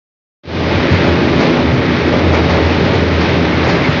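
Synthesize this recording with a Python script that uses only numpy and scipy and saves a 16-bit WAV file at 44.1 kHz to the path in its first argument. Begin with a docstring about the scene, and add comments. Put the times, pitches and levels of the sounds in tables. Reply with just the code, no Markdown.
"""Near silence, then within a third of a second the roar of a log debarker in a large, bare hall fades in.
Random contacts, smeared by a diffuse noise tail, give the rumble of rolling logs and the clatter of torn bark.
Resonators give the ringing steel trough, its modes swelling and fading.
Decaying noise bursts give thuds and knocks throughout, and brief metallic squeaks from the middle on."""
import sys
import numpy as np
from scipy import signal
from scipy.fft import rfft, irfft
from scipy.io import wavfile

SR = 44100
rng = np.random.default_rng(int(sys.argv[2]) if len(sys.argv) > 2 else 0)


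def output_pcm(signal):
    """Save a mono or channel-first signal as 16-bit PCM at the path in sys.argv[1].

    Samples are clipped to [-1, 1] before scaling.
    """
    pcm = np.clip(np.atleast_2d(signal).T, -1, 1) * 32767
    wavfile.write(sys.argv[1], SR, np.round(pcm).astype(np.int16))


N = 176400
T = np.arange(N) / SR  # s

# Level rows are joined by straight lines in dB; source levels are relative, ahead of gains and fade.
# Steel trough modes: mode_hz, level_db, t60_s
TROUGH_MODES = [(82.85, -23, 0.92), (132.2, -24, 0.4), (170.3, -24, 1.8), (249, -25, 1.6),
                (311.6, -27.5, 1.3), (345.7, -26, 0.59), (384, -32.5, 2.0), (403, -25.5, 4),
                (417, -32.5, 3.7), (433.7, -36, 0.98), (459, -29, 0.76), (592, -38, 1.4), (872, -38.5, 1.6)]
# Load shifting along the trough favours or damps a mode: mode_hz, centre_s, half_width_s, gain_db
MODE_SWELLS = [(82, 1.4, 0.19, -12), (82, 2.4, 0.84, 1.5), (131, 4.9, .5, 1.5), (171, 1.9, .45, 0),
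               (171, 3.6, 1, 5), (250, 1.63, 0.58, 7.5), (349, 1.38, 0.46, 7.5), (349, 2.3, 0.29, 6),
               (415, 2.5, .5, 5.5), (454, 2.5, 0.54, 6)]
# Boom of the trough: time_s, level_db
BOOM_LEVELS = [(.68, -24), (.76, -13), (.85, -21), (.89, -29), (1.1, -19), (1.3, -26), (1.55, -33),
               (1.72, -15.5), (1.95, -21), (2.11, -41), (2.2, -17), (2.62, -20), (2.84, -26), (2.97, -22),
               (3.2, -22), (3.55, -24), (3.74, -17.5), (4, -30)]
# Logs rolling against the wall: time_s, level_db
ROLL_LEVELS = [(.7, -17), (1.0, -18.5), (1.1, -14.5), (1.25, -16.5), (1.42, -14.5), (1.71, -18.5),
               (1.78, -18), (1.87, -18.5), (2.02, -18.5), (2.14, -14.5), (2.4, -17.5), (2.75, -17.5),
               (2.87, -15.5), (3.13, -17.5), (3.3, -16.5), (3.58, -18), (3.72, -16.5), (3.9, -19.5)]
# Logs dropping on the rotors: start_s, deep_thud_db, wooden_body_db
THUD_BLOWS = [(.745, -23, -19.5), (.908, -7.5, -10.5), (1.07, -18.5, -17.5), (1.35, -30.5, -18),
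              (1.725, -19.5, -14), (2.28, -24.5, -17), (2.475, -21, -29), (2.615, -16, -19),
              (2.87, -24.5, -27), (2.94, -16, -24), (3.11, -19, -19), (3.33, -29.5, -20), (3.48, -15, -27),
              (3.665, -22, -12), (3.885, -17.5, -14)]
# Logs hitting the wall: start_s, wooden_knock_db, bark_crack_db
KNOCK_BLOWS = [(.913, -35.5, -36), (1.03, -21, -31), (1.398, -16, -21.5), (1.56, -18, -41),
               (2.124, -17.5, -41), (2.21, -27.5, -37.5), (2.328, -13.5, -25), (2.492, -17.5, -22.5),
               (2.54, -18.5, -37), (2.69, -24, -33.5), (2.85, -26, -29), (3.204, -23, -25.5),
               (3.285, -21.5, -33.5), (3.425, -28.5, -36), (3.635, -19, -28), (3.687, -24.5, -21),
               (3.76, -24.5, -39)]
# Brief metallic squeaks: start_s, level_db
SQUEAKS = [(2.345, -17.5), (3.24, -28), (3.29, -20.5), (3.385, -27), (3.525, -20.5), (3.675, -20),
           (3.838, -15.5)]
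# Tearing bark: time_s, level_db
TEARING_LEVELS = [(.49, -23), (.6, -23.5), (.72, -21), (.86, -20.5), (1.0, -19), (1.15, -21.5), (1.33, -22),
                  (1.47, -20.5), (1.62, -23), (1.78, -22), (1.93, -21), (2.28, -22), (2.55, -21.5),
                  (2.72, -21), (2.95, -21), (3.08, -23), (3.23, -20.5), (3.44, -22), (3.64, -20),
                  (3.95, -20)]
# Treble of the bark: time_s, gain_db
TREBLE_GAINS = [(.5, 3), (.76, -0.5), (1.0, -1.5), (1.35, 0.5), (1.62, 0), (1.75, -3), (1.87, -2.5),
                (1.97, -0.5), (2.9, -0.5), (3.35, 0), (3.75, -2), (4, -1.5)]
# Fade-in: time_s, gain_db
FADE_GAINS = [(.426, -100), (.436, -25.5), (.48, -12.5), (.55, -3.5), (.63, -1), (.73, 1)]

# Spectra, before scaling to rms 1: frequency_hz, level_db
# Boom of the trough: frequency_hz, level_db
BOOM_SPECTRUM = [(35, -44), (60, -30), (72, -15), (81, 7), (92, -3.5), (108, -7.5), (200, -19.5),
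                 (500, -68)]
# Rolling logs: frequency_hz, level_db
ROLL_SPECTRUM = [(30, -44.5), (41, -25.5), (52, -9), (66, -11), (80, -5), (108, -6.5), (135, -1),
                 (210, 0.5), (285, 1), (335, 0), (388, -4), (440, -3.5), (495, -5.5), (590, -1), (660, -9),
                 (900, -14), (1200, -19.5), (3000, -63.5)]
# Deep part of a thud: frequency_hz, level_db
THUD_SPECTRUM = [(40, -30), (65, -22.5), (86, 15), (105, -0.5), (135, -14), (400, -46)]
# Wooden body of a thud: frequency_hz, level_db
BODY_SPECTRUM = [(70, -24.5), (110, -6), (135, 11.5), (175, -6), (220, -10.5), (400, -20.5), (1500, -49)]
# Wooden knock: frequency_hz, level_db
KNOCK_SPECTRUM = [(100, -25), (300, -6.5), (600, 6), (1000, -0.5), (2200, -14), (4000, -22), (7000, -49)]
# Crack of bark: frequency_hz, level_db
CRACK_SPECTRUM = [(400, -11.5), (1000, 4), (2200, 0.5), (3000, -10.5), (4200, -2), (5600, -8.5),
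                  (7000, -22.5), (8500, -39.5)]
# Metallic squeak: frequency_hz, level_db
SQUEAK_SPECTRUM = [(1700, -33), (2080, 0), (2230, 0), (2380, -10), (3000, -37)]
# Tearing bark: frequency_hz, level_db
BARK_SPECTRUM = [(400, -15), (800, 0), (1150, -1.5), (1800, -0.8), (2250, 0), (2850, -6), (3800, -7.5),
                 (5000, -14), (5900, -21), (6800, -36.5), (8000, -54.5)]

TROUGH_GAIN_DB, BOOM_GAIN_DB, ROLL_GAIN_DB, BARK_GAIN_DB = -2.5, -1.5, 0.5, 0.52
BITES_PER_S, BUMPS_PER_S = 700, 160  # mean rates
THUD_T60_S, KNOCK_T60_S, CRACK_T60_S, SQUEAK_T60_S = 0.36, 0.42, 0.34, 0.11
ATTACK_S = 0.004  # time constant
HALL_T60_S, DIRECT_DB = 1.03, -5.5  # direct sound relative to the tail
TREBLE_HZ, RUMBLE_CUT_HZ, TOP_CUT_HZ = 3000, 46, 6900
PEAK_LIMIT = 0.88


def from_db(db):
    """Amplitude factor of a level in dB."""
    return 10 ** (np.asarray(db) / 20)


def rms_one(x):
    """Scales to rms 1."""
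    return x / np.sqrt(np.mean(x ** 2) + 1e-20)


def level(rows):
    """Amplitude gain over time from (time_s, db) rows."""
    return from_db(np.interp(T, *np.transpose(rows)))


def colour(x, spectrum):
    """Filters by (frequency_hz, level_db) points on a log frequency axis; rms 1."""
    point_hz, point_db = np.transpose(spectrum)
    bin_hz = np.maximum(np.fft.rfftfreq(N, 1 / SR), 1)
    bin_db = np.interp(np.log(bin_hz), np.log(point_hz), point_db)
    return rms_one(irfft(rfft(x) * from_db(bin_db), N))


def steadied(x, span_s):
    """Divides by the local rms to even out slow swings of level."""
    window = signal.windows.hann(int(span_s * SR))
    energy = signal.fftconvolve(x ** 2, window, "same")
    weight = signal.fftconvolve(np.ones(N), window, "same")
    return x / np.sqrt(np.abs(energy / weight) + 1e-12)


def contacts(per_s, spread_db):
    """Clicks at random moments, of random sign and uneven strength; rms 1."""
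    strength_db = spread_db * np.minimum(rng.standard_normal(N), 2)
    clicks = from_db(strength_db) * rng.choice([-1, 1], N)
    return rms_one(clicks * (rng.random(N) < per_s / SR))


def hall(x):
    """Direct sound plus a diffuse tail of decaying noise, drawn anew for each place."""
    tail = rng.standard_normal(N) * from_db(-60 * T / HALL_T60_S)
    wet = irfft(rfft(x) * rfft(tail), N)  # circular: the hall is already full at the start
    return from_db(DIRECT_DB) * rms_one(x) + rms_one(wet)


def clatter(per_s, spread_db, places=6):
    """Contacts at several places along the rotors, each through its own hall tail."""
    return sum(hall(contacts(per_s / places, spread_db)) for _ in range(places))


def blows(starts_s, levels_db, spectrum, t60_s):
    """Coloured noise under envelopes that rise fast and decay exponentially."""
    envelope = 0
    for start_s, level_db in zip(starts_s, levels_db):
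        age_s = np.maximum(T - start_s, 0)
        rise = 1 - np.exp(-age_s / ATTACK_S)
        decay = np.exp(-np.log(1000) * age_s / t60_s)
        envelope = envelope + from_db(level_db) * rise * decay
    noise = colour(rng.standard_normal(N), spectrum)
    return envelope * steadied(noise, span_s=0.045)


def trough():
    """Bumps ring two-pole steel modes, which swell or fade as the load shifts."""
    mode_hz = np.array(TROUGH_MODES)[:, 0]
    swells_db = np.zeros((len(TROUGH_MODES), N))
    for hz, centre_s, half_width_s, gain_db in MODE_SWELLS:
        nearest = np.argmin(np.abs(mode_hz - hz))
        swells_db[nearest] += gain_db * np.exp(-((T - centre_s) / half_width_s) ** 2)
    out = 0
    for (hz, level_db, t60_s), swell_db in zip(TROUGH_MODES, swells_db):
        radius = np.exp(-np.log(1000) / (t60_s * SR))
        angle = 2 * np.pi * hz / SR
        poles = [1, -2 * radius * np.cos(angle), radius * radius]
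        bumps = contacts(BUMPS_PER_S, spread_db=3.5) + 1e-18
        ring = steadied(signal.lfilter([1, 0, -1], poles, bumps), span_s=0.32)
        out = out + from_db(TROUGH_GAIN_DB + level_db + swell_db) * ring
    return out


def trough_boom():
    """The whole trough booms under the bumping logs: contacts in a low, narrow band."""
    boom = colour(clatter(BUMPS_PER_S, spread_db=4.5), BOOM_SPECTRUM)
    return from_db(BOOM_GAIN_DB) * level(BOOM_LEVELS) * steadied(boom, span_s=0.099)


def rolling_logs():
    """Logs bump along the rotors: sparse contacts with a dull colour."""
    roll = colour(clatter(BUMPS_PER_S, spread_db=3.5), ROLL_SPECTRUM)
    return from_db(ROLL_GAIN_DB) * level(ROLL_LEVELS) * steadied(roll, span_s=0.12)


def squeaks():
    """Brief squeaks of steel: short bursts of narrow-band noise."""
    return blows(*np.transpose(SQUEAKS), SQUEAK_SPECTRUM, SQUEAK_T60_S)


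def wall_knocks():
    """Logs hit the wall: a wooden knock with a crack of bark."""
    starts_s, knock_db, crack_db = np.transpose(KNOCK_BLOWS)
    knocks = blows(starts_s, knock_db, KNOCK_SPECTRUM, KNOCK_T60_S)
    return knocks + blows(starts_s, crack_db, CRACK_SPECTRUM, CRACK_T60_S)


def rotor_thuds():
    """Logs drop on the rotors: a deep thud with a wooden body."""
    starts_s, deep_db, body_db = np.transpose(THUD_BLOWS)
    deep = blows(starts_s, deep_db, THUD_SPECTRUM, THUD_T60_S)
    return deep + blows(starts_s, body_db, BODY_SPECTRUM, THUD_T60_S)


def bark():
    """Rotor teeth bite and tear off bark: dense contacts, now brighter, now duller."""
    bites = clatter(BITES_PER_S, spread_db=3.5, places=8)
    tearing = steadied(colour(bites, BARK_SPECTRUM), span_s=0.3)
    highpass = signal.butter(3, TREBLE_HZ, "high", fs=SR, output="sos")
    treble = signal.sosfiltfilt(highpass, tearing)
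    tilted = tearing + (level(TREBLE_GAINS) - 1) * treble
    return from_db(BARK_GAIN_DB) * level(TEARING_LEVELS) * tilted


def scene():
    """The running debarker, one channel."""
    background = trough() + trough_boom() + rolling_logs()
    strikes = squeaks() + wall_knocks() + rotor_thuds()
    return (background + strikes + bark())[None]


def record(dry):
    """Fade-in, bass cut, rounded peaks, steep top cut."""
    faded = dry * level(FADE_GAINS)
    bass_cut = signal.butter(5, RUMBLE_CUT_HZ, "high", fs=SR, output="sos")
    trimmed = signal.sosfilt(bass_cut, faded)
    rounded = trimmed / (1 + (trimmed / PEAK_LIMIT) ** 8) ** (1 / 8)
    top_cut = signal.ellip(12, 0.1, 90, TOP_CUT_HZ, fs=SR, output="sos")  # ripple_db, stopband_db
    return signal.sosfilt(top_cut, rounded)


dry = scene()
out = record(dry)
output_pcm(out)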